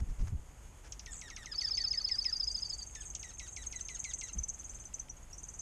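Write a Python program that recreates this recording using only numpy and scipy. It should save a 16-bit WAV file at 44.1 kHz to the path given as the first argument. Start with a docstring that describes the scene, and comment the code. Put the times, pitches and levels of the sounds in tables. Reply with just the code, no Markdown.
"""A yard beside a house wall, with a faint rumble, hiss and machine hum throughout.
First a bird flutters onto a gloved hand close to the microphone, its wings puffing air at it.
From about 1 s chickadees squabble: sharp chips, falling squeals, high buzzes, then a fast trill.
Thin twittering joins at 2.5 s and runs on through a second bout of squeals, one more puff of air
and, after 5 s, three far notes. Siding, ground and twigs scatter the calls."""
import sys
import numpy as np
from scipy import signal
from scipy.fft import rfft, irfft, next_fast_len
from scipy.io import wavfile
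from scipy.ndimage import uniform_filter1d, map_coordinates

SR = 44100
rng = np.random.default_rng(int(sys.argv[2]) if len(sys.argv) > 2 else 0)


def transcribe(signal):
    """Save signal, clipped to [-1, 1], as a 16-bit WAV file at the path in sys.argv[1]."""
    frames = np.atleast_2d(signal).T
    limited = np.clip(frames, -1, 1)
    pcm = np.round(limited * 32767).astype(np.int16)
    wavfile.write(sys.argv[1], SR, pcm)


N = 247401


def amp(db):
    """Decibels to gain."""
    return 10 ** (np.asarray(db) / 20)


def at(curve, s):
    """The values of a curve's columns at a time."""
    times, *columns = np.transpose(curve)
    return [np.interp(s, times, column) for column in columns]


def add(track, s, sound):
    """Mix a sound into a track at a time."""
    i = round(s * SR)
    part = sound[max(-i, 0):max(N - i, 0)]
    track[max(i, 0):max(i, 0) + len(part)] += part


def wobble(rate, size):
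    """A smooth random curve, rate knots a second."""
    knots = rng.standard_normal(int(size * rate / SR) + 4)
    return map_coordinates(knots, [np.arange(size) * rate / SR])


def filtered(x, response):
    """x shaped by a gain that is a function of frequency."""
    size = next_fast_len(N + SR // 2)
    return irfft(rfft(x, size) * response(np.fft.rfftfreq(size, 1 / SR)), size)[:N]


def noise(spectrum):
    """Noise of rms 1 coloured by (frequency_hz, density_db) points."""
    points_hz, db = np.transpose(spectrum)
    x = filtered(rng.standard_normal(N), lambda hz: amp(np.interp(np.log(hz + 1), np.log(points_hz), db)))
    return x / np.sqrt(np.mean(x ** 2) + 1e-20)


def gesture(shape, stretch=1, pitch=1, waver=0, flutter_db=0):
    """Phase and loudness of one syrinx movement given as (time, pitch, level_db) points."""
    times, pitches, db = np.transpose(shape)
    times = times * stretch
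    t = np.arange(times[0], times[-1], 1 / SR)
    glide_hz = pitch * uniform_filter1d(np.interp(t, times, pitches), size=40)
    hz = glide_hz * (1 + waver * wobble(355, len(t)))
    loud = amp(np.interp(t, times, db) + flutter_db * wobble(297, len(t)))
    soft_ends = signal.windows.tukey(len(t), min(130 / len(t), 1))
    return 2 * np.pi * np.cumsum(hz) / SR, loud * soft_ends


def note(shape, stretch=1, pitch=1):
    """A pure whistled note that wavers a little."""
    phase, loud = gesture(shape, stretch, pitch, waver=0.0058, flutter_db=1.35)
    return loud * np.sin(phase)


def scattered(sound, delay_s, t60_s):
    """The sound returned by siding, ground and twigs, anew for each place of the bird."""
    t = np.arange(SR // 5) / SR
    tail = rng.standard_normal(len(t)) * amp(-60 * t / t60_s)
    wet = signal.fftconvolve(sound, tail)
    return np.pad(wet * np.linalg.norm(sound) / np.linalg.norm(wet), (round(delay_s * SR), 0))


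def with_scatter(sound, wet_db, delay_s, t60_s):
    """A call reaches the microphone directly, then its scatter follows."""
    wet = amp(wet_db) * scattered(sound, delay_s, t60_s)
    return wet + np.pad(sound, (0, len(wet) - len(sound)))


def glanced(sound, echo_db, spread_s, count=4):
    """Close reflections interfere with a gliding pitch and break it into beads."""
    paths = np.zeros(SR // 40)
    paths[0] = 1
    lags_s = rng.uniform(.0006, spread_s, count)
    paths[(lags_s * SR).astype(int)] += amp(echo_db) * rng.choice([-1, 1], count)
    return signal.fftconvolve(sound, paths / np.linalg.norm(paths))


# Far rumble and a steady hiss with a narrow peak near 6.5 kHz: frequency_hz, relative_density_db
RUMBLE_SPECTRUM = [(12, -41.5), (20, -2.5), (38, 1.5), (54, 2.5), (86, -9), (118, -9.5), (168, -17.5),
                   (416, -24), (870, -26), (1100, -29), (1430, -53), (2420, -120)]
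HISS_SPECTRUM = [(710, -39), (1200, -2), (1510, -4.5), (1710, -5.5), (2090, -5.5), (3450, -10),
                 (3840, -16.5), (4830, -12.5), (5770, -13), (6250, -6.5), (6530, 1.5), (6850, -3.5),
                 (7500, -7), (12800, -19.5), (14600, -32)]
# Tones of a distant machine: pitch_hz, level_db
MACHINE_TONES = [(734, -82), (856, -80), (978.4, -81.5)]


def outdoors():
    """The steady bed: distant rumble, a hiss with a narrow peak near 6.5 kHz and a faint machine hum."""
    t = np.arange(N) / SR
    rumble = amp(-52 + 0.52 * wobble(3.78, N)) * noise(RUMBLE_SPECTRUM)
    hiss = amp(-64 + 1.18 * wobble(18, N)) * noise(HISS_SPECTRUM)
    hum = sum(amp(db) * np.sqrt(2) * np.sin(2 * np.pi * hz * t + 0.32 * wobble(3.98, N))
              for hz, db in MACHINE_TONES)
    return rumble + hiss + hum


# Puffs of air right on the microphone: start_s, length_s, pitch_hz, level_db
WING_PUFFS = [(0, 0.047, 56, -28), (0.057, 0.084, 31.3, -32.5), (0.182, 0.069, 30, -27),
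              (0.224, 0.098, 66, -37.5), (0.316, 0.052, 87, -29.5), (0.358, 0.049, 29.3, -36.5),
              (4.345, 0.036, 160, -48), (4.349, 0.09, 49.5, -36)]


def wings():
    """Wingbeats push short swirls of air at the microphone: low thuds with noisy eddies."""
    thuds, gust = np.zeros(N), np.zeros(N)
    for s, length_s, hz, db in WING_PUFFS:
        size = int(length_s * SR)
        phase = 2 * np.pi * np.cumsum(hz * (1 + 0.25 * wobble(98, size))) / SR
        push = amp(db) * signal.windows.tukey(size, .5)
        add(thuds, s, push * np.sin(phase))
        add(gust, s, push)
    eddies = noise([(30, 1.5), (110, -1), (200, -9.5), (330, -21), (700, -34.5), (2000, -73)])
    return thuds + amp(-12.5) * gust * eddies


# Touches on the glove, close in: start_s, length_s, level_db
GLOVE_TOUCHES = [(0, 0.0083, -52.5), (0.083, 0.035, -63.5), (0.182, 0.052, -59.5), (0.272, 0.0031, -52),
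                 (0.277, 0.0082, -53.5), (0.833, 0.059, -59.5), (1.02, 0.029, -64)]
# Colour of the rustle: frequency_hz, relative_density_db
FEATHER_SPECTRUM = [(200, -4), (1000, 2.5), (2000, -0.5), (4000, -9.5), (6000, 0.5), (9000, -13),
                    (14000, -32)]


def rustles():
    """Feathers and claws brush the glove beside the microphone."""
    touch = np.zeros(N)
    for s, length_s, db in GLOVE_TOUCHES:
        add(touch, s, amp(db) * signal.windows.tukey(int(length_s * SR), .5))
    return touch * noise(FEATHER_SPECTRUM) * amp(wobble(400, N))


# Chips in the yard: start_s, pitch_hz, level_db
CHIP_CALLS = [(0.92, 8520, -34), (.992, 8050, -38), (3.148, 8900, -32.5)]
# The fall of one chip: time_s, pitch_ratio, relative_db
CHIP_FALL = [(0, 0.96, -13), (.002, .84, -10.5), (.0035, 0.72, 4), (.005, 0.427, -15.5), (.007, .33, -14),
             (.011, 0.13, -48)]


def chips():
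    """Lone sharp chips, each a whistle in one fast fall."""
    out = np.zeros(N)
    for s, hz, db in CHIP_CALLS:
        chip = amp(db) * note(CHIP_FALL, pitch=hz)
        add(out, s, with_scatter(chip, wet_db=-3, delay_s=0.001072, t60_s=0.072))
    return out


# Two bouts of squeals: start_s, held_pitch_hz, level_db
SQUEAL_CALLS = [(1.059, 1843, -55), (1.212, 1934, -52), (1.3, 1884, -54.5), (1.362, 1968, -50.5),
                (1.457, 1880, -51), (1.61, 1877, -50), (1.769, 1940, -50), (1.928, 1926, -52),
                (2.085, 1960, -50), (2.241, 1997, -50), (2.949, 1750, -55), (3.227, 1923, -53),
                (3.393, 1950, -52), (3.562, 1970, -50.5), (3.723, 2010, -51.5), (3.883, 2010, -51),
                (4.04, 2044, -48.5), (4.209, 2020, -50.5)]
# Through each bout the squeals sag further, grow duller and lose their fundamental as they end:
# time_s, sag_ratio, final_fundamental_db, overtones_db
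SQUEAL_DRIFT = [(1, .965, -0.5, -0.5), (2.3, 0.89, -7, -6), (2.95, 1.0, -7.5, -.5),
                (4.2, .965, -11.5, -2.5)]
# The opening plunge: time_s, pitch_hz, relative_db
SQUEAL_PLUNGE = [(-.002, 7007, -10.5), (.0007, 6080, 6.5), (.0025, 4447, -6.5), (.0043, 2862, -4)]
# The note it settles on: time_s, pitch_ratio, sag_share, relative_db
SQUEAL_HOLD = [(.007, 1.17, 0.057, 2), (.014, 1.045, 0, 1.5), (.026, 1, 0.024, -2), (.058, 1, 1, -7),
               (.068, .94, 1, -3), (.078, .75, 1, -6), (.094, .65, 0.91, -8)]
# Its overtones: pitch_multiple, relative_db
SQUEAL_OVERTONES = [(2, -1), (3, -2), (4, -3), (5, -10)]


def squeals(plunge_boost_db=11, cracks_db=4.5, overtone_spread_db=1.5):
    """The pitch plunges, holds near 2 kHz with overtones, then cracks and sags; a far wall answers."""
    out = np.zeros(N)
    for s, hz, db in SQUEAL_CALLS:
        sag, end_db, bright_db = at(SQUEAL_DRIFT, s)
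        shape = [(when, pitch, db + plunge_boost_db + level) for when, pitch, level in SQUEAL_PLUNGE]
        shape += [(when, hz * ratio * sag ** share, db + level)
                  for when, ratio, share, level in SQUEAL_HOLD]
        phase, loud = gesture(shape, waver=0.0048, flutter_db=1.6)
        t = np.arange(len(phase)) / SR
        ending = np.interp(t, [.05, .08], [0, 1])
        voice = np.sin(phase) * amp(end_db * ending)
        # overtones grow once the pitch has settled and fade in the sag
        openness = np.interp(t, [.01, .03, .07, .09], [0.22, 0.61, 1.0, 0.72])
        for multiple, level in SQUEAL_OVERTONES:
            overtone_db = bright_db + level + overtone_spread_db * rng.standard_normal()
            voice += amp(overtone_db) * np.sin(multiple * phase) * openness
        voice *= amp(cracks_db * ending * wobble(697.5, len(t)))
        squeal = glanced(loud * voice, echo_db=-16, spread_s=.004)
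        add(out, s, with_scatter(squeal, wet_db=-6.5, delay_s=.002, t60_s=0.09))
    wall_echo = amp(-15) * filtered(out, lambda hz: 1 / (1 + (hz / 2700) ** 4))
    add(out, .078, wall_echo)
    return out


# High buzzes, direct and off the surroundings: start_s, length_s, pitch_hz, direct_db, scatter_db
BUZZ_CALLS = [(1.109, 0.095, 7340, -42, -44.5), (2.115, 0.086, 8300, -71, -54),
              (2.48, 0.088, 8300, -57, -55), (2.995, 0.09, 8180, -55, -50), (3.497, 0.12, 7860, -56, -51),
              (4.663, 0.082, 8390, -58, -61)]


def buzzes(swing_hz=720, rate_hz=83, roam_hz=260):
    """A high whistle swung unevenly up and down, loudest at the bottom of each swing."""
    out = np.zeros(N)
    for s, length_s, hz, db, wet_db in BUZZ_CALLS:
        t = np.arange(int(length_s * SR)) / SR
        swing = -np.cos(2 * np.pi * rate_hz * t)
        swell = np.interp(t / length_s, [0, .25, .45, 1], [0.25, 0.83, 0.41, 0.43])
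        pitch_hz = hz + swing_hz * swing + roam_hz * wobble(119.5, len(t))
        tone = swell * np.sin(2 * np.pi * np.cumsum(pitch_hz) / SR)
        add(out, s, amp(db) * glanced(tone * amp(-4 * swing), echo_db=-22, spread_s=0.018))
        # the surroundings mostly return the middle of the swing
        add(out, s, amp(wet_db) * scattered(tone * amp(-7 * swing ** 2), delay_s=.004, t60_s=.2))
    return out


# The trill swells quickly, holds and tires: time_s, whistle_db, low_note_db (before its trim)
TRILL_SWELL = [(1.525, -36, -32), (1.59, -28, -28), (1.72, -27, -26.5), (1.98, -27.5, -30.5),
               (2.26, -26.5, -30), (2.41, -28.5, -26.5), (2.55, -29.5, -32), (2.706, -33.5, -34),
               (2.797, -41.5, -35.5)]
# Its two notes draw together: time_s, whistle_hz, low_note_hz
TRILL_TUNING = [(1.525, 5010, 4510), (1.6, 5145, 4580), (2.0, 5070, 4510), (2.12, 5090, 4660),
                (2.41, 5074, 4690), (2.55, 5010, 4670), (2.706, 5050, 4570), (2.797, 4790, 4620)]
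# The whistle of a syllable: from_middle_s, pitch_ratio, relative_db
TRILL_WHISTLE = [(-.013, 0.99, -50), (-.009, 1.047, -9.5), (-.004, 1.002, -1), (0, 1, 1.5),
                 (.004, .985, 0.5), (.007, 0.986, -6.5), (.009, 1, -20)]
# The rise into the low note: from_flick_s, pitch_ratio, relative_db
TRILL_LOW_NOTE = [(-.031, 0.685, -24), (-.027, .75, -24), (-.022, .88, -29), (-.016, 1, -11),
                  (-.009, .995, -2.5), (-.003, 1.015, -1.5), (0, 1.056, -8.5), (.002, 1.15, -18)]
# The closing flick: from_middle_s, pitch_hz, relative_db
TRILL_FLICK = [(-.004, 6900, -26), (-.001, 6340, -15), (.0005, 6245, -3), (.002, 5800, -13),
               (.004, 5300, -17)]


def trill(count=19, first_gap_s=.0629, slowing_s=.00081, flick_after_s=.0355, low_trim_db=-1.5):
    """Slowing syllables: a sinking whistle, a low note, a flick from the other side of the syrinx."""
    out = np.zeros(N)
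    gaps_s = first_gap_s + slowing_s * np.arange(count - 1)
    gaps_s[-1] += .013  # the last syllable comes a little late
    for s in 1.526 + np.append(0, np.cumsum(gaps_s)):
        whistle_db, low_db = at(TRILL_SWELL, s)
        whistle_hz, low_hz = at(TRILL_TUNING, s)
        low_db += low_trim_db
        flick_db = low_db + 1.5 * rng.standard_normal()
        whistle = amp(whistle_db) * note(TRILL_WHISTLE, pitch=whistle_hz)
        louder, higher = rng.standard_normal(2)
        low = amp(low_db + 0.5 * louder) * note(TRILL_LOW_NOTE, pitch=low_hz * (1 + 0.0097 * higher))
        flick = amp(flick_db) * glanced(note(TRILL_FLICK), echo_db=-17, spread_s=0.0041)
        flick_s = s + flick_after_s
        add(out, s + TRILL_WHISTLE[0][0], with_scatter(whistle, wet_db=-13.5, delay_s=.0064, t60_s=.051))
        add(out, flick_s + TRILL_LOW_NOTE[0][0], with_scatter(low, wet_db=-7, delay_s=.0078, t60_s=.06))
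        add(out, flick_s + TRILL_FLICK[0][0], with_scatter(flick, wet_db=-8.5, delay_s=.0023, t60_s=.15))
    return out


# The ticks are clearest near 5 s: time_s, level_db
TICK_LEVEL = [(2.5, -63.5), (4.2, -61), (4.7, -60.5), (5.08, -56.5), (5.6, -67)]


def ticks(note_times, lead_s=.008):
    """A faint, lower tick of noise leads each twitter note."""
    pulses = np.zeros(N)
    for s in note_times:
        db = at(TICK_LEVEL, s)[0] + 2 * rng.standard_normal()
        add(pulses, s - lead_s, amp(db) * np.hanning(SR // 150))
    spectrum = [(1200, -39), (2200, -2.5), (3100, -2.5), (4200, -20), (5200, -3), (7500, -27), (11000, -60)]
    return pulses * noise(spectrum)


# Runs of evenly spaced twitter notes: first_s, last_s, note_count
NOTE_RUNS = [(2.474, 2.946, 12), (3.002, 3.8025, 18), (3.846, 4.277, 10), (4.328, 4.845, 11),
             (4.936, 4.991, 2), (5.091, 5.091, 1), (5.324, 5.586, 6)]
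# One note, a V in pitch: length_share, pitch_ratio, relative_db
NOTE_VEE = [(-.1, 1.43, -22), (.03, 1.36, -15), (.15, 1.17, -9), (.27, 1.03, -5.5), (.42, .995, 1),
            (.6, 1.02, -3), (.78, 1.06, -13.5), (1, 1.2, -16), (1.1, 1.5, -44)]
# Stressed notes: time_s, extra_db
NOTE_ACCENTS = [(2.732, 9), (3.66, 7), (3.754, 12.5), (3.801, 8), (4.132, 4), (4.38, 0), (4.483, 5.5)]
# The twitter straight to the microphone, and back from the surroundings: time_s, level_db
DIRECT_LEVEL = [(2.47, -47), (2.92, -47), (3.05, -41.5), (3.3, -44), (3.87, -44.5), (4.02, -37.5),
                (4.27, -41), (4.33, -35.5), (4.44, -35), (4.535, -40.5), (4.84, -43), (4.94, -37),
                (5.09, -38.5), (5.324, -41.5), (5.42, -41), (5.6, -40.5)]
SCATTER_LEVEL = [(2.5, -53.5), (2.78, -46.5), (3.2, -44.5), (3.6, -47), (3.9, -44.5), (4.2, -40.5),
                 (4.3, -52), (4.75, -45), (5.05, -47), (5.6, -49.5)]
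# The bottom of the V sinks in the lone notes and dips deeper in the last run: time_s, pitch_hz, dip_share
VEE_BOTTOM = [(2.5, 6430, .005), (3.2, 6300, .006), (3.9, 6340, .008), (4.45, 6190, 0.014),
              (4.7, 6380, 0.024), (5.091, 5970, 0.016), (5.324, 5760, 0.046), (5.38, 6300, .075),
              (5.6, 6450, 0.079)]


def twitter(first_length_s=.0175, growth_s_per_s=.0013):
    """Runs of thin V-shaped whistles, about twenty a second, slowly lengthening and no two alike."""
    out = np.zeros(N)
    share, ratio, level = np.transpose(NOTE_VEE)
    trough = np.exp(-((share - .33) / 0.18) ** 2)
    times = np.concatenate([np.linspace(first, last, round(count)) for first, last, count in NOTE_RUNS])
    stress = np.zeros(len(times))
    for s, extra_db in NOTE_ACCENTS:
        stress[np.argmin(abs(times - s))] = extra_db
    chance = rng.standard_normal((len(times), 3))
    for s, stress_db, (louder_db, higher, longer) in zip(times, stress, chance):
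        direct_db = at(DIRECT_LEVEL, s)[0] + stress_db + louder_db
        wet_db = at(SCATTER_LEVEL, s)[0]
        hz, dip = at(VEE_BOTTOM, s)
        length_s = (first_length_s + growth_s_per_s * (s - times[0])) * np.exp(.1 * longer)
        shape = np.transpose([share, ratio - dip * trough, level])
        phase, loud = gesture(shape, length_s, hz * (1 + 0.0082 * higher), waver=0.0073, flutter_db=3)
        tone = np.sin(phase)
        start_s = s + share[0] * length_s
        add(out, start_s, amp(direct_db) * glanced(loud * tone, echo_db=-10.5, spread_s=.008))
        # the high arms of the V are beamed away from the microphone and come back stronger in the scatter
        add(out, start_s, amp(wet_db) * scattered(loud ** 0.48 * tone, delay_s=0.0037, t60_s=0.092))
    return out + ticks(times)


# Faint notes far from the microphone: start_s, pitch_hz, level_db
FAR_CALLS = [(5.16, 6520, -51.5), (5.222, 6600, -52), (5.3, 6680, -53)]


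def far_notes():
    """Distant V-shaped notes that arrive only as scatter."""
    out = np.zeros(N)
    for s, hz, db in FAR_CALLS:
        call = note(NOTE_VEE, stretch=0.013, pitch=hz)
        add(out, s, amp(db) * scattered(call, delay_s=.001, t60_s=0.061))
    return out


def microphone_port(x, ring_hz=6510, width_hz=150, ring_db=-4, edge_hz=10000):
    """The camera's microphone port rings faintly in the treble and dulls what lies above."""
    def response(hz):
        damping = 1j * hz * width_hz
        ring = amp(ring_db) * damping / (ring_hz ** 2 - hz ** 2 + damping)
        return (1 + ring) / (1 + (hz / edge_hz) ** 20)
    return filtered(x, response)


def yard(x, t60_s=.3, build_s=.02):
    """Short reverberation of the open yard."""
    t = np.arange(SR // 2) / SR
    tail = rng.standard_normal(len(t)) * amp(-60 * t / t60_s) * (1 - np.exp(-t / build_s))
    return signal.fftconvolve(x, tail / np.linalg.norm(tail))[:N]


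def scene():
    """One microphone by the house wall: wings and glove close in, calls around, the outdoors behind."""
    calls = microphone_port(chips() + squeals() + buzzes() + trill() + twitter() + far_notes())
    reverberation = amp(-24) * yard(calls)
    return (outdoors() + wings() + rustles() + calls + reverberation)[None]


def record(dry):
    """The camera keeps nothing above 14.4 kHz."""
    return np.array([filtered(x, lambda hz: hz < 14400) for x in dry])


dry = scene()
out = record(dry)
transcribe(out)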